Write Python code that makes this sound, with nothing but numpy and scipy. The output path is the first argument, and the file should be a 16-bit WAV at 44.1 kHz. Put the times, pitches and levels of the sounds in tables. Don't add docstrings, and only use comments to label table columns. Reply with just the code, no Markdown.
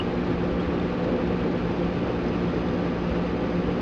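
import sys
import numpy as np
from scipy import signal
from scipy.fft import rfft, irfft, next_fast_len
from scipy.io import wavfile
from scipy.ndimage import uniform_filter1d

SR = 44100
rng = np.random.default_rng(int(sys.argv[2]) if len(sys.argv) > 2 else 0)


def master(y):
    cut = np.clip(np.atleast_2d(y).T, -1, 1)
    pcm = np.round(cut * 32767)
    wavfile.write(sys.argv[1], SR, pcm.astype(np.int16))


N = 168021

# multiple of the turning rate, level/dB
ROTOR_HARMONICS = [(1, -41.5), (3, -32.5), (4, -46.5), (5, -39), (6, -37), (7, -60.5), (8, -48.5),
                   (10, -54), (14, -53), (15, -55.5), (16, -61.5), (17, -57.5), (19, -58.5), (20, -51),
                   (21, -57), (23, -57), (26, -56.5), (30, -68), (31, -68), (33, -60.5), (34, -71.5),
                   (40, -65.5), (62, -68), (68, -76), (69, -72.5), (71, -70), (73, -73.5), (76, -82.5),
                   (82, -69.5)]
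# f/Hz, level/dB (per Hz)
RUSH_SPECTRUM = [(12, -90), (24, -63.5), (45, -63.5), (130, -58), (260, -54.5), (400, -56), (530, -59.5),
                 (660, -64.5), (850, -67), (1030, -71), (1600, -72), (2050, -76), (2550, -76), (3100, -81),
                 (4000, -86), (5400, -91)]
# f/Hz, width/Hz, lift/dB
HOUSING_RESONANCES = [(58.3, 16, 6.5), (72, 8.1, 8.5), (106.4, 23, 4.5), (158.6, 6.3, -8), (169, 9.1, 8),
                      (193, 13, 3), (250, 7, 4), (266, 7.9, -1), (326, 18, -3.5), (410, 10, -1),
                      (456, 26, 4), (504.7, 23.4, 8), (597, 8.5, -2.5), (698, 21, -8.5), (720, 71, 3),
                      (1103, 15, -3.5), (1121, 91, 4.5), (1310, 90, 1.5), (1534, 19, -4.5), (2980, 92, 1)]
# t/s, centre f/Hz, lift/dB
RUMBLE_SWELLS = [(.34, 62.6, 11), (.69, 61, 9), (.78, 221, 2.5), (1.11, 474, 4), (1.48, 258, 4.5),
                 (1.82, 250, 1), (2.0, 63.2, 7), (2.539, 400, 3.5), (3.07, 62.7, 4)]
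# t/s, f/Hz, peak level/dB, time to fall 60 dB/s, share by which the pitch starts low
AIR_BUBBLES = [(0, 2886, -25.5, 0.069, 0.0054), (0.597, 3297, -33.5, 0.056, 0.11),
               (.799, 3630, -39, 0.042, 0.076), (0.821, 3140, -48, .02, 0.036),
               (1.833, 3240, -36, 0.011, 0.059), (2.282, 5160, -45, 0.053, .08),
               (2.482, 3340, -36, 0.02, .1), (2.504, 3220, -40, .025, 0.081),
               (2.514, 3750, -45, 0.032, 0.088), (2.683, 3560, -35, 0.029, 0.08)]
# start t/s, end t/s, f/Hz, level/dB
MOTOR_WHINES = [(1.45, 1.843, 5200, -78), (2.2, 3.12, 5120, -66.5), (2.4, 3.9, 4900, -65)]
# f/Hz, level/dB, unsteadiness (phase/rad; half of it as amplitude share)
FAN_TONES = [(119.5, -50.5, 0.12), (242, -41, 0.2), (241.3, -39.5, 0.31)]
# f/Hz, level/dB
SMOOTHING_RESPONSE = [(3800, 0), (4800, -1), (5500, -4), (6200, -10.5), (6850, -18.5), (7750, -30),
                      (8300, -37), (9100, -48), (9800, -64.5), (10600, -85), (13000, -91.5)]

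SHAFT_HZ = 58.82
SPEED_DRIFT, DRIFT_HZ = 0.0003, 2.5
HARMONIC_FLUTTER, FLUTTER_HZ = 0.18, 17
PATCHY_DB, SURGE_DB, SURGE_HZ = 1.0, -0.3, 22
VANES, VANE_CHOP, TURN_CHOP = 3, 0.05, 0.047
SWELL_S, SWELL_OCTAVES = 0.048, 0.6
BUBBLE_RISE_S, BUBBLE_SCOOP_S = 0.001, 0.0018
BUBBLE_ROUGH, BUBBLE_ROUGH_HZ = 0.4, 200
WHINE_FADE_S, WHINE_WAVER_HZ, WHINE_WAVER_RATE_HZ = 0.086, 5.4, 8
HOLD = 4
HISS_DB, EDGE_HZ = -87, 13100


def rotor(turns):
    out = np.zeros(N)
    for multiple, db in ROTOR_HARMONICS:
        flutter = 1 + HARMONIC_FLUTTER * wander(FLUTTER_HZ)
        out += tone(multiple * turns, db) * flutter
    return out


def water(turns):
    hz, t, spectrum = signal.stft(rng.standard_normal(N), SR, nperseg=512, noverlap=384)
    patches = uniform_filter1d(rng.standard_normal(spectrum.shape), size=6, axis=0)
    patches = evened(uniform_filter1d(patches, size=9, axis=1))
    patchy = spectrum * amp(PATCHY_DB * patches + swells(hz, t))
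    flow = signal.istft(patchy, nperseg=512, noverlap=384)[1][:N]

    vane_chop = VANE_CHOP * np.cos(2 * np.pi * VANES * turns)
    turn_chop = TURN_CHOP * np.cos(2 * np.pi * 2 * turns)
    surges = amp(SURGE_DB * wander(SURGE_HZ))
    flow = evened(flow * (1 + vane_chop + turn_chop) * surges)

    f = np.fft.rfftfreq(N, 1 / SR)
    colour = read(RUSH_SPECTRUM, f)
    for centre, width, db in HOUSING_RESONANCES:
        colour = colour + db * np.exp(-2 * ((f - centre) / width) ** 2)
    return irfft(rfft(flow) * amp(colour), N) * np.sqrt(SR / 2)


def swells(hz, t):
    octave = np.log2(hz + 1)[:, None]
    lift = np.zeros((len(hz), len(t)))
    for s, centre, db in RUMBLE_SWELLS:
        time_part = ((t - s) / SWELL_S) ** 2
        pitch_part = ((octave - np.log2(centre)) / SWELL_OCTAVES) ** 2
        lift += db * np.exp(-time_part - pitch_part)
    return lift


def bubble(hz, db, t60, scoop):
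    t = np.arange(0, t60, 1 / SR)
    pitch = hz * (1 - scoop * np.exp(-t / BUBBLE_SCOOP_S))
    turns = np.cumsum(pitch) / SR
    rough = 1 + BUBBLE_ROUGH * wander(BUBBLE_ROUGH_HZ)[:len(t)]
    rise = np.minimum(t / BUBBLE_RISE_S, 1)
    decay = amp(db - 60 * t / t60)
    return rise * decay * rough * np.sin(2 * np.pi * turns)


def air():
    out = np.zeros(N)
    for s, hz, db, t60, scoop in AIR_BUBBLES:
        add(out, s, bubble(hz, db, t60, scoop))
    return out


def whine():
    t = np.arange(N) / SR
    out = np.zeros(N)
    for start, end, hz, db in MOTOR_WHINES:
        fade = np.clip(np.minimum(t - start, end - t) / WHINE_FADE_S, 0, 1)
        pitch = hz + WHINE_WAVER_HZ * wander(WHINE_WAVER_RATE_HZ)
        out += fade * tone(np.cumsum(pitch) / SR, db)
    return out


def fan():
    t = np.arange(N) / SR
    out = np.zeros(N)
    for hz, db, shake in FAN_TONES:
        turns = hz * t + shake * wander(4.7) / (2 * np.pi)
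        out += tone(turns, db) * (1 + shake / 2 * wander(4.1))
    return out


def amp(db):
    return 10 ** (np.asarray(db) / 20)


def evened(x):
    return x / np.sqrt(np.mean(x ** 2) + 1e-20)


def read(points, hz):
    f, value = np.transpose(points)
    return np.interp(np.log(hz + 1), np.log(f + 1), value)


def add(mix, s, sound):
    part = mix[max(round(s * SR), 0):][:len(sound)]
    part += sound[:len(part)]


def wander(hz):
    size = next_fast_len(N)
    f = np.fft.rfftfreq(size, 1 / SR)
    lowpass = (f > 0) * np.exp(-(f / hz) ** 2)
    return evened(irfft(rfft(rng.standard_normal(size)) * lowpass, size)[:N])


def tone(turns, db):
    return np.sqrt(2) * amp(db) * np.sin(2 * np.pi * (turns + rng.random()))


def scene():
    speed = SHAFT_HZ * (1 + SPEED_DRIFT * wander(DRIFT_HZ))
    turns = np.cumsum(speed) / SR
    return (rotor(turns) + water(turns) + air() + whine() + fan())[None]


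def record(dry):
    size = 2 * N
    f = np.fft.rfftfreq(size, 1 / SR)
    limited = irfft(rfft(dry, size) * (f < SR / HOLD / 2), size)
    sampled = limited * HOLD * (np.arange(size) % HOLD == 0)
    smoothed = irfft(rfft(sampled) * amp(read(SMOOTHING_RESPONSE, f)), size)
    hissy = smoothed + amp(HISS_DB) * rng.standard_normal(size)
    band_limit = signal.firwin(511, EDGE_HZ, window=("kaiser", 9), fs=SR)[None]
    return signal.oaconvolve(hissy, band_limit, "same")[:, :N]


dry = scene()
out = record(dry)
master(out)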